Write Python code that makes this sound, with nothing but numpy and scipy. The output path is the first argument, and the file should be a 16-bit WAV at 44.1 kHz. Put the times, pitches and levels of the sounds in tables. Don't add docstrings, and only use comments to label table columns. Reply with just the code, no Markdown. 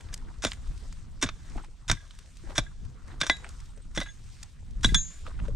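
import sys
import numpy as np
from scipy import signal
from scipy.fft import rfft, irfft, next_fast_len
from scipy.io import wavfile

SR = 44100
rng = np.random.default_rng(int(sys.argv[2]) if len(sys.argv) > 2 else 0)


def put_to_file(sound):
    columns = np.atleast_2d(sound).T
    safe = np.clip(columns, -1, 1)
    whole_steps = np.round(safe * 32767)
    wavfile.write(sys.argv[1], SR, whole_steps.astype(np.int16))


N = 244755
TIME = np.arange(N) / SR
AGE = TIME[:N // 16]

# (time [s], level [dB])
BREEZE_LEVELS = [(0.0, -42), (0.37, -44.5), (1.27, -44), (1.41, -46), (1.64, -51.5), (2.4, -52),
                 (2.64, -45.5), (3.37, -46.5), (3.92, -46), (4.34, -48.5), (4.58, -50), (4.87, -34),
                 (5.13, -49), (5.32, -40.5), (5.55, -33)]
# (time [s], level [dB])
GUST_PEAKS = [(0.699, -36.5), (1.56, -34.5), (2.48, -37), (2.849, -32.5), (4.952, -24), (5.42, -30.5)]
# (hardest push [s], level [dB], build-up over 20 dB [s], release over 20 dB [s])
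BOOT_SCUFFS = [(.02, -51.5, 0.23, 1), (.3, -57, 0.26, 0.46), (.63, -54.5, 0.6, 0.95),
               (1.58, -45, 0.21, 0.097), (2.5, -38.5, 0.067, 0.091), (3.12, -45.5, 0.15, 0.11),
               (3.45, -47.5, 0.18, 0.27), (3.93, -57.5, .1, 0.22), (5.272, -42.5, .04, 0.069),
               (5.45, -45.5, 0.22, 0.081)]
# (time [s], spill [dB], shower [dB], flight time of the shower [s], rumble [dB])
PICK_STROKES = [(-.3, -63, -62, 0.38, -50), (.46, -45.5, -58.5, .39, -39.5), (1.24, -60, -59.5, 0.31, -34),
                (1.91, -50.5, -60, 0.47, -27.5), (2.59, -60, -68.5, 0.13, -30), (3.3, -51, -59, .3, -37),
                (3.98, -44.5, -57.5, .39, -31), (4.86, -40.5, -55.5, 0.33, -21.5)]
# (frequency [Hz], spectral density [dB])
WIND_SPECTRUM = [(20, 8), (35, 6), (60, 1), (90, -4.5), (140, -10), (220, -19.5), (400, -48), (800, -41),
                 (2000, -67)]
BOOT_SPECTRUM = [(120, 4.5), (300, 4.5), (600, -1), (900, -1), (1400, 3), (2400, -15.5), (4000, -15.5),
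                 (9000, -36)]
SAND_SPECTRUM = [(500, -20.5), (1500, -3), (3500, -2), (5000, -2), (8000, -3), (10000, -1.5), (15000, -0.5)]
# (time [s], mids [dB], highs [dB])
PEBBLE_TICKS = [(.008, -47, -48.5), (0.087, -49.5, -64), (0.1402, -37.5, -24.5), (0.176, -55, -45),
                (0.513, -50, -40), (.518, -29.5, -49), (0.532, -42.5, -38.5), (0.925, -46.5, -46.5),
                (1.498, -57, -50.5), (2.108, -47, -50.5), (2.188, -48.5, -42.5), (3.367, -48, -46),
                (3.490, -50, -40.5), (3.602, -53.5, -47.5), (4.429, -41, -33), (4.984, -45, -39.5)]
# (start [s], end [s], level [dB])
GRAVEL_SCRAPES = [(.126, 0.14, -42), (0.422, 0.445, -31.5), (0.44, 0.453, -39), (1.214, 1.238, -29.5),
                  (1.88, 1.9, -29), (2.553, 2.577, -34), (3.203, 3.214, -30.5), (3.258, 3.314, -39.5),
                  (3.949, 3.968, -36), (4.831, 4.848, -26)]
# (time [s], lows [dB], mids [dB], highs [dB], t60 of the crumbling [s])
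STONE_BLOWS = [(0.4395, -16, -13, -20, 0.0095), (0.4488, -14, -6, -12.5, 0.011),
               (0.4535, -31, -17, -25, 0.0092), (0.4665, -37.5, -31, -39, 0.055),
               (1.2256, -22, -6.5, -7.5, 0.0062), (1.2275, -27, -17.5, -25, 0.039),
               (1.2386, -34, -25.5, -32, 0.045), (1.2614, -47, -37, -55, 0.12),
               (1.289, -36, -22, -42, 0.022), (1.8977, -23.5, -13, -26, 0.028),
               (1.914, -30, -15, -15.5, 0.024), (1.925, -57, -34, -44, 0.068),
               (2.5792, -20, -14.5, -19.5, 0.045), (3.2132, -29, -13, -24.5, 0.029),
               (3.2323, -34, -31, -41, 0.088), (3.2657, -41, -28, -29.5, 0.041),
               (3.2975, -7.5, -4.5, -21, 0.012), (3.9742, -25.5, -23.5, -35, 0.047),
               (4.0015, -40, -27.5, -31.5, 0.027), (4.0119, -32.5, -29.5, -46, 0.061),
               (4.8449, -24, -13, -21.5, 0.024), (4.8583, -62, -19, -15.5, 0.0072),
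               (4.9443, -44, -17, -19, 0.037)]
# (lower edge [Hz], upper edge [Hz])
CRACK_BANDS = [(220, 800), (1050, 4100), (4800, 14000)]
# (frequency [Hz], width [Hz], gain [dB])
BURIED_MODES = [(315, 59, -2.5), (633, 190, -2), (1080, 310, -4), (1536, 190, 0.5), (1998, 81, -9.5),
                (2320, 92, -2), (3604, 240, 3.5), (5200, 660, -4), (5725, 214, 5.5), (6440, 170, 0.5),
                (6600, 58, -6.5), (7950, 140, -8), (8930, 76, 2), (13600, 230, -9)]
# (time [s], level [dB], nominal pitch [Hz])
SOIL_THUDS = [(0.45, -22, 288), (0.456, -25, 98), (1.228, -23, 274), (1.242, -20.5, 240),
              (1.249, -26.5, 100), (1.557, -31.5, 272), (1.901, -19, 80), (1.926, -21, 120),
              (2.583, -34.5, 284), (2.586, -19.5, 130.7), (3.217, -28.5, 146.3), (3.297, -32, 320),
              (3.973, -25.5, 168.6), (3.989, -27, 212), (4.846, -15.5, 226), (4.876, -18.5, 95),
              (4.921, -21.5, 166), (4.956, -23, 163)]
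MODE_HZ = [1639, 2018, 3458, 3862, 6491, 7086]
MODE_SCRAPE_DB = [10, -8, 5.5, -3, -6.5, 6]
# (t60 [s], swell time [s], radiation [dB])
MODE_RING = [(0.15, 0.00081, -4.5), (0.072, 0.0003, 2), (0.105, 0.0015, 11), (0.22, 0.00063, -4),
             (0.29, 0.036, 7), (0.55, 0.0048, -6)]
# (time [s], low pair [dB], middle pair [dB], high pair [dB],
# upper mode of each pair over the lower [dB], freedom [0 gripped by soil, 1 in the air])
HEAD_RINGS = [(.454, -29, -31, -44, 7, 0.41), (.467, -41, -48.5, -56, -1, 0.86),
              (1.97, -42, -66, -74, -7, 0.55), (2.004, -51.5, -74, -83, -12, 0.64),
              (2.583, -53, -39.5, -60, 5, 0.75), (2.664, -40.5, -62, -77, -11, 0.35),
              (3.23, -18, -31, -42, -14, 0.22), (3.2985, -16.5, -26.5, -50.5, 7, 0.8),
              (3.978, -28.5, -35.5, -58, 1.5, 0.66), (4.014, -34.5, -44.5, -63, 8, 0.91),
              (4.06, -40, -67, -55, -16, 0.54), (4.086, -42, -52.5, -58, -8, 0.53),
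              (4.847, -18.5, -10.5, -35, 3.5, 0.29), (4.89, -34, -45.5, -62, -4, .81),
              (4.9448, -27.5, -25.5, -23, -5, 0.85)]
# (time [s], hollow body [dB], clack [dB], pitch [Hz])
STONE_KNOCKS = [(1.513, -71, -51, 1210), (1.555, -41.5, -64, 678), (1.575, -39, -41.5, 770),
                (1.636, -48.5, -46.5, 920), (2.434, -44, -59, 334), (2.498, -42.5, -50, 585),
                (3.44, -52, -36, 1480), (3.463, -54, -44, 680), (3.771, -51, -67, 492),
                (4.057, -62, -40.5, 1040), (5.262, -41.5, -39, 1280), (5.388, -49.5, -40, 1460),
                (5.481, -34.5, -48, 480)]
# (time [s], level [dB], pitch [Hz])
CHIP_TINKLES = [(1.629, -49.5, 8400), (3.442, -45.5, 8250), (3.703, -55, 8250), (3.762, -51.5, 8130),
                (3.819, -51.5, 8200)]
# (frequency [Hz], lead of the left [rad])
IMAGE_PHASE = [(60, -.05), (500, -.25), (1000, -.38), (2000, -.55), (3200, -.62), (6500, -.45),
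               (8500, -.25), (12000, 0), (13200, -2), (14500, 0)]
# (frequency [Hz], left over right [dB])
IMAGE_PAN = [(60, 0), (110, -1), (200, -2), (380, -0.5), (700, -1.5), (1290, -1.5), (2380, -1.5),
             (4400, -1.0), (8120, 1.5), (15000, 9.5)]

STROKE_RISE_S, SPILL_S, RUMBLE_S, GUST_S = 0.036, 0.15, 0.085, 0.1


def from_db(db):
    return 10 ** (np.asarray(db) / 20)


def rms_one(x):
    return x / np.sqrt(np.mean(x ** 2) + 1e-20)


def together(gains):
    return np.sqrt(sum(gain ** 2 for gain in gains))


def at_hz(points, hz):
    freqs, values = np.transpose(points)
    return np.interp(np.log(np.maximum(hz, 1)), np.log(freqs), values)


def filtered(x, hz, kind="band", order=2):
    sos = signal.butter(order, np.clip(hz, 10, SR / 2 - 1000), kind, fs=SR, output="sos")
    return signal.sosfilt(sos, x)


def resonance(x, hz, width_hz):
    radius = np.exp(-np.pi * width_hz / SR)
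    feedback = [1, -2 * radius * np.cos(2 * np.pi * hz / SR), radius ** 2]
    return signal.lfilter(np.array([1, 0, -1]) * (1 - radius ** 2) / 2, feedback, x + 1e-18)


def flutter(per_s, size=N):
    values = np.clip(rng.standard_normal(size // 4), -2, 2)
    return np.interp(np.arange(size) * per_s / SR, np.arange(size // 4), values)


def add(track, s, sound):
    start = max(round(s * SR), 0)
    track[start:start + len(sound)] += sound[:N - start]


def dying(t60, rise_s):
    return (1 - np.exp(-AGE / rise_s)) * from_db(-60 * AGE / t60)


def swell(s, db, build_s, release_s):
    distance = np.maximum((s - TIME) / build_s, (TIME - s) / release_s)
    return from_db(db - 20 * distance.clip(0, 10))


def diffuse(colour, likeness, patchy_db):
    out, edges = 0, 16 * 2 ** np.arange(0, 10.1, .5)
    pairs = [np.sqrt(1 + likeness) * mid + np.sqrt(1 - likeness) * side * [[1], [-1]]
             for mid, side in rng.standard_normal((2, 2, N))]
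    for k, band in enumerate(zip(edges, edges[1:])):
        hz = np.sqrt(band[0] * band[1])
        if colour[0][0] / 2 < hz < colour[-1][0] * 2:
            gain = from_db(at_hz(colour, hz) + patchy_db * flutter(35))
            out = out + gain * filtered(pairs[k % 2], band)
    return rms_one(out)


def crunch(envelope, band_hz, grain_db):
    grains = rng.standard_normal(len(envelope)) * from_db(grain_db * flutter(2528, len(envelope)))
    cloud = filtered(grains, band_hz, order=3) * envelope
    return rms_one(cloud) * np.sqrt(np.mean(envelope ** 2))


def fracture(t60, band_hz, crack_s, grain_db):
    envelope = dying(t60, rise_s=0.00082)
    share = min(crack_s / t60, .8)
    shock = filtered(signal.unit_impulse(len(AGE), SR // 2000) + 1e-18, band_hz)
    crack = rms_one(shock) * np.sqrt(np.mean(envelope ** 2))
    return np.sqrt(share) * crack + np.sqrt(1 - share) * crunch(envelope, band_hz, grain_db)


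def rumble():
    breeze = from_db(3 + np.interp(TIME, *np.transpose(BREEZE_LEVELS)))
    gusts = [swell(s, db, GUST_S, GUST_S) for s, db in GUST_PEAKS]
    shakes = [swell(s, db, STROKE_RISE_S, RUMBLE_S) for s, *_, db in PICK_STROKES]
    noise = diffuse(WIND_SPECTRUM, likeness=0.57, patchy_db=3.5)
    eddies = rms_one(from_db(0.66 * flutter(25)))
    return together([breeze] + gusts + shakes) * noise * eddies


def footwork(shifting_db=-63):
    return together([from_db(shifting_db)] + [swell(*scuff) for scuff in BOOT_SCUFFS])


def boots(rubbing):
    rasp = diffuse(BOOT_SPECTRUM, likeness=0.65, patchy_db=5.5)
    return rubbing * rasp * rms_one(from_db(4 * flutter(350)))


def grit_flow(rubbing, trickle_db=-65, kicked_db=-15):
    flows = [from_db(trickle_db), from_db(kicked_db) * rubbing]
    for s, spill_db, shower_db, flight_s, _ in PICK_STROKES:
        lateness = (TIME - s) / flight_s - 1
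        spread = np.where(lateness < 0, 0.5, 0.31)
        shower = from_db(shower_db) * np.exp(-.5 * np.minimum((lateness / spread) ** 2, 20))
        flows += [swell(s, spill_db, STROKE_RISE_S, SPILL_S), shower]
    return together(flows)


def sand(falling):
    hiss = diffuse(SAND_SPECTRUM, likeness=0.69, patchy_db=2.5)
    return falling * hiss * rms_one(from_db(2 * flutter(1500)))


def crumbs(falling, per_s=45, size_db=7):
    landings = rng.random(N) < per_s / SR
    sizes = from_db(size_db * np.minimum(rng.exponential(1, N), 3))
    tick = dying(0.025, rise_s=.0001)[:SR // 100] * rng.standard_normal(SR // 100)
    patter = signal.fftconvolve(landings * sizes, tick)[:N]
    return falling * rms_one(filtered(patter, (2500, 13000)))


def pebbles():
    out = np.zeros(N)
    for s, *levels_db in PEBBLE_TICKS:
        tick = sum(from_db(db + 5) * fracture(.018, band, crack_s=.004, grain_db=6)
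                   for band, db in zip(CRACK_BANDS[1:], levels_db))
        add(out, s, tick + resonance(tick, rng.uniform(1550, 14600), width_hz=630))
    return out


def scrapes():
    out = np.zeros(N)
    for start, end, db in GRAVEL_SCRAPES:
        depth = AGE / (end - start)
        envelope = from_db(db) * np.interp(depth, [0, .05, 1, 1.2], [0.52, 0.36, 0.85, 0.013])
        mids = from_db(-3) * crunch(envelope, CRACK_BANDS[1], grain_db=-5.5)
        highs = from_db(-1) * crunch(envelope, CRACK_BANDS[2], grain_db=-0.5)
        add(out, start, mids + highs)
    return out


def buried_head(force):
    colour = sum(from_db(db) * resonance(force, hz, width) for hz, width, db in BURIED_MODES)
    return from_db(-7.5) * force + colour


def dragged_head(force):
    return sum(from_db(db) * resonance(force, hz, width_hz=30)
               for hz, db in zip(MODE_HZ, MODE_SCRAPE_DB))


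def blows():
    out = np.zeros(N)
    for s, low_db, mid_db, high_db, t60 in STONE_BLOWS:
        for band, db in zip(CRACK_BANDS, (low_db, mid_db + 0.5, high_db + 4.5)):
            dust = from_db(-30) * crunch(dying(.12, rise_s=.004), band, grain_db=3)
            crack = fracture(t60, band, crack_s=0.0057, grain_db=3.5)
            add(out, s, from_db(db) * (crack + dust))
    return out


def thuds():
    out = np.zeros(N)
    pitch_drop = .72 + 0.96 * np.exp(-AGE / 0.0062)
    for s, db, hz in SOIL_THUDS:
        turns = np.cumsum(hz * pitch_drop) / SR
        body = np.sin(2 * np.pi * turns) * dying(0.075, rise_s=0.0023)
        dirt = from_db(-19) * crunch(dying(0.065, rise_s=0.002), (70, 380), grain_db=-3)
        add(out, s, from_db(db) * (body + dirt))
    return out


def ringing_head(twin_db=-5, split_hz=28, waver_db=1.5, chatter_db=4, drag_s=.007):
    out, age = np.zeros(N), TIME[:N // 8]
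    for s, *pairs_db, sideways_db, freedom in HEAD_RINGS:
        levels_db = [db + side * sideways_db for db in pairs_db for side in (-.5, .5)]
        grip = 1 - freedom
        for hz, (t60, swell_s, radiation_db), db in zip(MODE_HZ, MODE_RING, levels_db):
            attack = 1 - np.exp(-age / (swell_s + drag_s * grip ** 2))
            fall_db = 60 * age / (t60 * freedom)
            unsteady_db = waver_db * flutter(73, len(age)) + chatter_db * grip * flutter(280, len(age))
            turns = hz * age + rng.random()
            tone = np.sin(2 * np.pi * turns)
            if hz == MODE_HZ[-1]:
                upper = np.sin(2 * np.pi * (turns + split_hz * age))
                lower = np.sin(2 * np.pi * (turns - split_hz * age))
                tone = from_db(3) * (upper + from_db(twin_db) * lower)
            add(out, s, attack * from_db(db + radiation_db - fall_db + unsteady_db) * tone)
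    return out


def knocks():
    out, envelope = np.zeros(N), dying(0.054, rise_s=0.0013)
    for s, body_db, clack_db, hz in STONE_KNOCKS:
        body = from_db(body_db + 2) * crunch(envelope, (.88 * hz, 1.14 * hz), grain_db=1)
        clack = from_db(clack_db - 1.5) * crunch(envelope, (800, 2800), grain_db=17.5)
        add(out, s, body + clack)
    return out


def chips():
    out = np.zeros(N)
    for s, db, hz in CHIP_TINKLES:
        add(out, s, from_db(db) * dying(0.04, rise_s=0.00046) * np.sin(2 * np.pi * hz * AGE))
    return out


def stereo_image(x):
    size = next_fast_len(N + SR // 10)
    hz = np.arange(size // 2 + 1) * SR / size
    left = from_db(at_hz(IMAGE_PAN, hz) / 2) * np.exp(.5j * at_hz(IMAGE_PHASE, hz))
    return irfft(rfft(x, size) * np.array([left, 1 / left]), size)[:, :N]


def hillside(x):
    scatter = filtered(rng.standard_normal((2, len(AGE))), (250, 5000), order=1)
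    scatter *= dying(0.3, rise_s=0.0095)
    scatter /= np.sqrt(np.sum(scatter ** 2) / 2)
    return signal.fftconvolve(x[None], scatter, axes=1)[:, :N]


def scene():
    rubbing = footwork()
    falling = grit_flow(rubbing)
    gravel = scrapes()
    pick = buried_head(gravel + blows()) + dragged_head(gravel) + ringing_head()
    ground = thuds() + pebbles() + knocks() + chips() + from_db(-8.5) * crumbs(falling)
    bed = from_db(0.7) * sand(falling) + from_db(-4.5) * boots(rubbing) + from_db(1.46) * rumble()
    digging = pick + ground
    return stereo_image(digging) + from_db(-28.5) * hillside(digging) + bed


def record(dry, cutoff_hz=16200):
    dull = filtered(dry, 8860, "low", order=12)
    air = from_db(-21) * filtered(dry, (9800, 14000), order=3)
    return signal.sosfilt(signal.cheby2(16, 60, cutoff_hz, fs=SR, output="sos"), dull + air)


dry = scene()
out = record(dry)
put_to_file(out)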